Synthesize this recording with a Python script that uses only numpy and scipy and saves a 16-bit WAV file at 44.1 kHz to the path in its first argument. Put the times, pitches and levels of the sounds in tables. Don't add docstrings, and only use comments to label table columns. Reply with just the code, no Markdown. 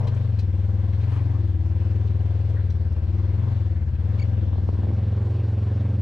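import sys
import numpy as np
from scipy import signal
from scipy.fft import rfft, irfft, next_fast_len
from scipy.io import wavfile
from scipy.ndimage import uniform_filter1d

SR = 44100
rng = np.random.default_rng(int(sys.argv[2]) if len(sys.argv) > 2 else 0)


def persist_wave(psi):
    counts = np.round(np.clip(psi, -1, 1) * 32767).astype(np.int16)
    wavfile.write(sys.argv[1], SR, np.atleast_2d(counts).T)


def linear_from_db(decibels):
    return 10 ** (np.asarray(decibels, float) / 20)


N = 265349
MEAN_SPEED = 20.5

# f/Hz, width/Hz, level/dB, firing point/turns
RESONANCES = [(206.3, 19.4, -2.5, .854), (286.5, 32, -6, .846), (332.5, 21, -3.5, .083), (404, 57, -4, .76),
              (510, 51, -2, .82), (643, 64, -12.5, .93), (754, 40, -15, .9)]


def rms_one(x):
    return x / np.sqrt(np.mean(x ** 2) + 1e-20)


def in_time(rows):
    s, *columns = np.transpose(rows)
    return [np.interp(np.arange(N) / SR, s, column) for column in columns]


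def at_hz(points, hz):
    points_hz, values = np.transpose(points)
    return np.interp(np.log(hz + 1), np.log(points_hz + 1), values)


def drift(rate_hz):
    r = np.exp(-80 * np.pi * rate_hz / SR)
    white = rng.standard_normal(N // 40 + 2002)
    slow = signal.lfilter([1], [1, -2 * r, r * r], white)[2000:]
    return np.interp(np.arange(N) / 40, np.arange(len(slow)), rms_one(slow))


def ring(clicks, hz, t60):
    r, w = linear_from_db(-60 / (t60 * SR)), 2 * np.pi * hz / SR
    return signal.lfilter([0, np.sin(w)], [1, -2 * r * np.cos(w), r * r], clicks + 1e-18)


def band(x, low_hz, high_hz):
    return signal.sosfilt(signal.butter(2, [low_hz, high_hz], "band", fs=SR, output="sos"), x)


def engine_speed():
    # t/s, speed/(cycles per s)
    speed = [(0.0, 25.26), (0.12, 24.07), (0.26, 23.46), (0.38, 20.7), (0.5, 18.66), (0.7, 20.11),
             (0.96, 20.19), (1.08, 22.96), (1.2, 22.45), (1.34, 22.08), (1.56, 18.4), (1.7, 18.95),
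             (2.0, 21.01), (2.16, 19.93), (2.3, 20.21), (2.54, 20.77), (2.76, 18.07), (2.82, 18.56),
             (2.98, 17.29), (3.04, 17.57), (3.16, 19.91), (3.32, 19.77), (3.46, 23.65), (3.52, 23.1),
             (3.66, 20.02), (3.78, 18.06), (3.88, 17.11), (3.96, 16.54), (4.1, 20.87), (4.26, 21.76),
             (4.36, 21.46), (4.46, 19.56), (4.58, 18.94), (4.7, 19.38), (4.82, 19.98), (4.96, 21.34),
             (5.08, 21.17), (5.2, 21.81), (5.38, 22.45), (5.5, 21.85), (5.6, 21.31), (5.75, 22.07),
             (5.9, 22.57), (6.02, 20.77)]
    return in_time(speed)[0]


def boom(turns, per_s):
    # multiple, level/dB, level slope/(dB per cycle/s), phase/rad, phase slope/(rad per cycle/s)
    weak_orders = [(1, -53.5, 0, 3.1, 0), (2, -62, 0, .1, 0), (3, -49, .7, -3.9, .7),
                   (6, -43.5, -.5, 0, .42), (7, -42.5, -2.3, -4.3, .3), (8, -49, -2.2, -2.2, .4)]
    boom_hz, boom_width_hz, boom_db, lag_rad = 99.5, 21.9, -23, 2.0
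    out, faster = 0, per_s - MEAN_SPEED
    for multiple in (4, 5):
        detune = (multiple * per_s - boom_hz) / boom_width_hz
        gain = linear_from_db(boom_db + 0.3 * drift(0.79)) / np.sqrt(1 + detune ** 2)
        out = out + gain * np.cos(2 * np.pi * multiple * turns - lag_rad)
    for multiple, level_db, db_per_speed, rad, rad_per_speed in weak_orders:
        gain = linear_from_db(level_db + db_per_speed * faster + 2.2 * drift(2.3))
        phase = rad + rad_per_speed * faster + 0.44 * drift(2.1)
        out += gain * np.cos(2 * np.pi * multiple * turns + phase)
    return np.sqrt(2) * out


def exhaust(turns, per_s):
    # t/s, near 205 Hz level/dB, near 275 Hz level/dB, near 335 Hz level/dB,
    # near 410 Hz level/dB, near 520 Hz level/dB
    ring_levels = [(0, -39, -58, -54, -59, -51), (.28, -42.5, -53.5, -61, -53.5, -52),
                   (.53, -41, -48, -50.5, -56.5, -56), (.85, -41, -51, -50, -55, -53),
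                   (1.1, -46.5, -48, -49.5, -53.5, -56.5), (1.29, -48.5, -42.5, -47.5, -53.5, -57.5),
                   (1.41, -48, -47, -44, -53, -55), (1.62, -48, -47, -46.5, -72, -59),
                   (1.87, -44, -59.5, -45, -56, -53), (2.05, -44.5, -56.5, -51, -48.5, -53.5),
                   (2.2, -46, -46.5, -49, -51, -54), (2.56, -51, -48, -52.5, -54.5, -51),
                   (2.68, -45, -53.5, -53.5, -52.5, -55.5), (3.02, -44.5, -51, -51.5, -54, -52.5),
                   (3.12, -43, -61, -44, -58.5, -52.5), (3.35, -43, -63.5, -45.5, -53.5, -54),
                   (3.5, -38.5, -50, -52, -54, -53), (3.72, -45.5, -58.5, -47.5, -65, -54.5),
                   (3.95, -46, -56.5, -54, -59, -60.5), (4.16, -42, -51, -53, -53.5, -52),
                   (4.41, -41, -49.5, -48, -63, -54), (4.55, -42.5, -44, -57.5, -70, -54),
                   (4.75, -39, -54, -46, -56.5, -60), (4.9, -36, -51.5, -42, -56.5, -50),
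                   (5.1, -39.5, -51, -59, -48, -53.5), (5.35, -44, -54, -42.5, -50, -49.5),
                   (5.6, -43.5, -45.5, -50, -48.5, -51.5), (5.8, -41, -44.5, -51, -49, -51.5),
                   (6.02, -37.5, -44, -49, -53, -52)]
    level_column = [0, 1, 2, 3, 4, 4, 4]
    # multiple, level/dB
    pattern = [(9, 1.5), (13, 1), (14, -4), (15, -8.5), (16, 3), (17, 3), (18, 0), (19, -3.5), (20, -0.5),
               (22, -3.5), (24, 0.5), (27, -2.5), (32, -5)]
    gas_db = [-22, -20, -13, -18, -18, -16, -16]
    wander_db, wander_rad = 1.5, 0.42
    out, coarse = np.zeros(N), np.arange(0, N, 64)
    levels_db = [db + 1.0 * drift(12) for db in in_time(ring_levels)]
    for multiple in range(9, 43):
        response = 0
        for (hz, width_hz, level_db, turn), column in zip(RESONANCES, level_column):
            detune = (multiple * per_s[coarse] - hz) / width_hz
            delay = np.exp(-1j * 2 * np.pi * multiple * turn)
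            response = response + linear_from_db(levels_db[column][coarse] + level_db) * delay / (1 + detune ** 2)
        wander = linear_from_db(wander_db * drift(2.5)) * np.exp(1j * wander_rad * multiple / 12 * drift(.6))
        favour = linear_from_db(np.interp(multiple, *np.transpose(pattern)))
        gain = favour * np.interp(np.arange(N), coarse, response)
        out += np.real(gain * wander * np.exp(1j * 2 * np.pi * multiple * turns))
    for (hz, width_hz, level_db, turn), column, noise_db in zip(RESONANCES, level_column, gas_db):
        gas = rng.standard_normal(N) * (1.1 + np.cos(2 * np.pi * (turns - turn)))
        t60 = np.log(1000) / (2 * np.pi * width_hz)
        ringing_gas = rms_one(ring(ring(gas, hz, t60), hz, t60))
        out += linear_from_db(levels_db[column] + level_db + noise_db) * ringing_gas
    return np.sqrt(2) * out


def throbbing_noise(spectrum, turns, throb_db, peak_turn, patchy_db):
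    # f/Hz, share
    likeness = [(30, 0.78), (100, 0.33), (300, 0.67), (800, 0.76), (2500, 0.65), (6000, 0.15),
                (15000, 0.03)]
    out, together, edges = 0, drift(7), 45 * 2 ** (np.arange(27) / 3)
    white = rng.standard_normal((2, 2, N))
    throb = throb_db * np.cos(2 * np.pi * (turns - peak_turn))
    for k, (low, high) in enumerate(zip(edges, edges[1:])):
        hz = np.sqrt(low * high)
        if spectrum[1][0] * .9 < hz < spectrum[-2][0] * 1.1:
            alike = np.clip(at_hz(likeness, hz), 0, 1)
            flicker = patchy_db * (0.18 * together + drift(6.5))
            gain = linear_from_db(at_hz(spectrum, hz) + throb + flicker)
            noise = band(white[k % 2], low, high)
            out = out + gain * noise * np.sqrt([[1 + alike], [1 - alike]])
    return rms_one(out)


def roar(turns, faster, push):
    # f/Hz, relative level per Hz/dB
    spectrum = [(40, -100), (55, -78), (130, -74), (210, -74), (270, -81), (330, -77.5), (420, -77.5),
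                (520, -80.5), (640, -80), (780, -82.5), (1000, -83), (1300, -89), (1600, -110)]
    level_db = -50.5 + 1.02 * faster + 0.12 * push
    return linear_from_db(level_db) * throbbing_noise(spectrum, turns, throb_db=2.0, peak_turn=0.93, patchy_db=1.34)


def clatter(turns, faster, push):
    # f/Hz, relative level per Hz/dB
    spectrum = [(1200, -30), (1620, 0), (2000, -3.5), (2500, -5.5), (3200, -8), (4000, -10.5),
                (5000, -15.5), (6300, -21), (8000, -25.5), (10000, -37.5), (13000, -43), (15500, -45),
                (18000, -80)]
    # f/Hz, width/Hz, level against the hiss/dB
    casing = [(1582, 16, -13), (770, 25, -6), (966, 57, -8)]
    level_db = -60 + 0.7 * faster + 0.0469 * push
    hiss = throbbing_noise(spectrum, turns, throb_db=1.2, peak_turn=.92, patchy_db=1.47)
    out = linear_from_db(level_db) * hiss
    for hz, width_hz, db in casing:
        noise = rng.standard_normal((2, N)) * [[1], [.4]]
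        out += linear_from_db(level_db + db) * rms_one(ring(noise, hz, np.log(1000) / (np.pi * width_hz)))
    return out


def rumble(faster):
    swell_s, swell_length_s, swell_db = 5.05, .45, 6
    swell = np.exp(-((np.arange(N) / SR - swell_s) / swell_length_s) ** 2)
    level_db = -52 + 1.5 * faster + swell_db * swell + 1.1 * drift(1.5)
    noise = band(rng.standard_normal((2, N)), 24.0, 74.0)
    return linear_from_db(level_db) * rms_one(noise * [[1], [.6]])


def scrapes():
    # start t/s, length/s, level/dB, centre f/Hz, band edge over centre
    strokes = [(-.06, .17, -43, 520, 1.3), (-.06, .16, -46, 920, 1.25), (1.1, .11, -48, 900, 1.4),
               (1.09, .13, -55, 2200, 1.6), (1.09, .11, -71, 6500, 1.7), (1.32, .07, -51, 1000, 1.25),
               (2.56, .055, -50.5, 1650, 1.2)]
    grit_per_s = 5000
    out, t = np.zeros(N), np.arange(N) / SR
    grit = (rng.random(N) < grit_per_s / SR) * rng.standard_normal(N)
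    for start, length, level_db, hz, spread in strokes:
        stroke = np.sqrt(np.sin(np.pi * np.clip((t - start) / length, 0, 1)) + 1e-12)
        scratch = band(grit + 1e-18, hz / spread, hz * spread)
        scratch = band(scratch, hz / spread, hz * spread)
        out += linear_from_db(level_db) * stroke * rms_one(scratch)
    return out


def clinks():
    # t/s, level/dB, centre f/Hz, 60 dB decay/s
    hits = [(0.071, -44.5, 3400, 0.14), (0.072, -46, 1870, 0.054), (0.071, -49.5, 5450, 0.082),
            (0.136, -43.5, 1100, 0.074), (.137, -52.5, 2100, 0.037), (.073, -57.5, 8100, 0.07),
            (.144, -59, 6470, 0.071), (0.167, -61.5, 6900, 0.046), (.39, -58.5, 8250, 0.077),
            (0.167, -48, 2350, 0.067), (0.389, -46, 4040, 0.13), (.389, -49.5, 2500, 0.11),
            (0.391, -65, 5800, 0.024), (0.932, -46.5, 1900, 0.053), (.933, -56, 3620, 0.046),
            (1.01, -52.5, 2840, 0.1), (1.033, -48.5, 2160, 0.071), (1.236, -53, 2900, 0.041),
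            (1.476, -59, 7350, 0.017), (2.072, -55.5, 3500, 0.12), (2.49, -62, 5050, 0.064),
            (2.499, -41, 620, 0.033), (2.7, -50, 4400, 0.06), (2.721, -61, 4360, .04),
            (2.924, -57, 5100, 0.045), (2.961, -42, 1090, 0.05), (3.951, -54, 2620, 0.04),
            (4.689, -68.5, 11500, 0.024), (4.187, -48, 3200, 0.03)]
    # f/Hz, level/dB, 60 dB decay/s
    modes = [(1680, -5, .05), (2537, 1, .05), (3176, -0.5, 0.081), (4040, -0.5, 0.062), (4210, -4.5, 0.063),
             (4980, -8, 0.038), (5800, -5, 0.064), (7700, -6, 0.1), (8660, -12.5, .06)]
    # longest delay/s, level/dB
    touches = [(0, 0), (.004, -2), (.009, -4), (.013, -8)]
    rise_s, spread = 0.004, 1.3
    puff_db, strike_db, strike_db_per_octave = -2, -9, -10
    out, noise, strikes = np.zeros(N), rng.standard_normal(N), np.zeros((len(modes), N))
    strengths_db = rng.normal(0, 3, (len(hits), len(touches), len(modes)))
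    for (s, hit_db, hz, t60), touches_db in zip(hits, strengths_db):
        at, age = round(s * SR), np.arange(SR // 4) / SR
        shape = linear_from_db(-60 * age / max(t60, .02)) * np.minimum(age / rise_s, 1)
        puff = band(noise[at:at + len(age)], hz / spread, hz * spread)
        puff = rms_one(band(puff, hz / 1.7, hz * 1.7))
        out[at:at + len(age)] += linear_from_db(hit_db + puff_db) * shape * puff
        for (delay, touch_db), own_db in zip(touches, touches_db):
            touch_at = at + round(delay * min(t60 / .07, 1) * SR)
            for strike, (mode_hz, db, _), own in zip(strikes, modes, own_db):
                far_db = strike_db_per_octave * abs(np.log2(mode_hz / hz))
                strike[touch_at] += linear_from_db(hit_db + db + own + touch_db + strike_db + far_db)
    rings = sum(ring(strike, hz, t60) for strike, (hz, db, t60) in zip(strikes, modes))
    return out + band(rings, 1000, 10500)


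def squeaks():
    # start t/s, end t/s, start f/Hz, end f/Hz, level/dB, overtones/dB
    chirps = [(4.186, 4.194, 2900, 2400, -52, -14), (4.193, 4.206, 2255, 2265, -44.5, 0),
              (4.207, 4.214, 2550, 2700, -53, -14), (4.216, 4.235, 2240, 2280, -44.5, 0)]
    harmonics_db = [1.5, -4.5, -17]
    out, t = np.zeros(N), np.arange(N) / SR
    for start, end, start_hz, end_hz, level_db, overtones_db in chirps:
        hz = np.interp(t, [start, end], [start_hz, end_hz])
        phase = 2 * np.pi * np.cumsum(hz * (1 + .01 * drift(400))) / SR
        shape = np.sqrt(np.sin(np.pi * np.clip((t - start) / (end - start), 0, 1)) + 1e-12)
        tone = 0
        for k, db in enumerate(harmonics_db):
            tone = tone + linear_from_db(db + overtones_db * (k > 0)) * np.sin((k + 1) * phase)
        out += linear_from_db(level_db + 2.8 * drift(250)) * shape * tone
    return out


def wind():
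    # t/s, level before a common lift/dB, centre f/Hz, slap against eddies
    buffets = [(4.378, -29.5, 350, 1.5), (4.394, -34, 350, 1.6), (4.531, -31, 850, 11),
               (4.557, -30, 600, 2.7), (4.582, -27, 450, 1.2), (4.689, -20.5, 262, 4.4),
               (4.689, -27, 970, 10), (4.729, -29, 350, 3.6), (4.752, -30.5, 400, 1.5),
               (4.787, -28, 280, 1.5), (4.833, -27, 500, 3.4), (4.845, -31, 750, 5), (4.869, -26, 350, 1.5),
               (4.903, -23, 290, 1.7), (4.914, -32.5, 700, 2.7), (5.036, -35, 350, 2),
               (5.085, -34, 380, 2.5), (5.127, -29.5, 500, 1.5), (5.175, -30.5, 350, 2.4),
               (5.265, -30, 400, 1.5)]
    lift_db, t60, spread = 4.0, 0.06, 1.61
    gust_db = np.interp(np.arange(N) / SR, [4.2, 4.45, 5.2, 5.5], [-75, -40.5, -40.5, -75])
    turbulence = band(band(rng.standard_normal(N), 83, 360), 60, 900)
    out = linear_from_db(gust_db + 2.0 * drift(36)) * rms_one(turbulence)
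    noise = rng.standard_normal(N)
    for s, level_db, hz, slap in buffets:
        at, age = round(s * SR), np.arange(SR // 20) / SR
        eddies = linear_from_db(-60 * age / t60) * noise[at:at + len(age)]
        push = eddies + slap * (age < .0006)
        thump = band(band(push, hz / spread, hz * spread), hz / 3, hz * 3)
        out[at:at + len(age)] += linear_from_db(level_db + lift_db) * thump / np.abs(thump).max()
    return out


def ports(common, separate):
    # f/Hz, left over right level/dB
    balance = [(60, 3.55), (150, 3.5), (380, 4), (950, 5), (2380, 7.5), (5980, 6), (15000, 1)]
    # f/Hz, left leads/rad
    lead = [(0, 0), (100, 0), (270, -.37), (700, -.85), (2500, -1.05), (4500, -.6), (6000, 0), (15200, 0)]
    size = next_fast_len(N + 4096)
    hz = np.arange(size // 2 + 1) * SR / size
    tilt = linear_from_db(at_hz(balance, hz) / 2) * np.exp(.5j * at_hz(lead, hz))
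    left = rfft(common + separate, size) * tilt
    right = rfft(common - separate, size) / tilt
    even = 2 / (abs(tilt) + 1 / abs(tilt))
    return irfft(np.array([left, right]) * even, size)[:, :N]


def scene():
    per_s = engine_speed()
    turns = -.23 + np.cumsum(per_s) / SR
    faster = per_s - MEAN_SPEED
    push = uniform_filter1d(np.gradient(per_s) * SR, int(.4 * SR), mode="nearest")
    common, separate = roar(turns, faster, push) + clatter(turns, faster, push) + rumble(faster)
    common = common + boom(turns, per_s) + exhaust(turns, per_s)
    common = common + scrapes() + clinks() + squeaks()
    return ports(common, separate) + wind() * np.array([[0], [1]])


def low_pass(x):
    return signal.sosfilt(signal.butter(12, 15670, fs=SR, output="sos"), x)


def record(dry):
    width = np.interp(np.arange(N) / SR, [4.45, 5.15], [1, .03])
    mid, side = (dry[0] + dry[1]) / 2, (dry[0] - dry[1]) / 2 * width
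    bass = signal.sosfiltfilt(signal.butter(2, 160, fs=SR, output="sos"), mid)
    mid = bass * linear_from_db(-1.33 * (1 - width)) + (mid - bass) * linear_from_db(0.53 * (1 - width))
    fade = np.minimum(np.arange(N)[::-1] / (.004 * SR), 1)
    return low_pass(np.array([mid + side, mid - side]) * fade)


dry = scene()
out = record(dry)
persist_wave(out)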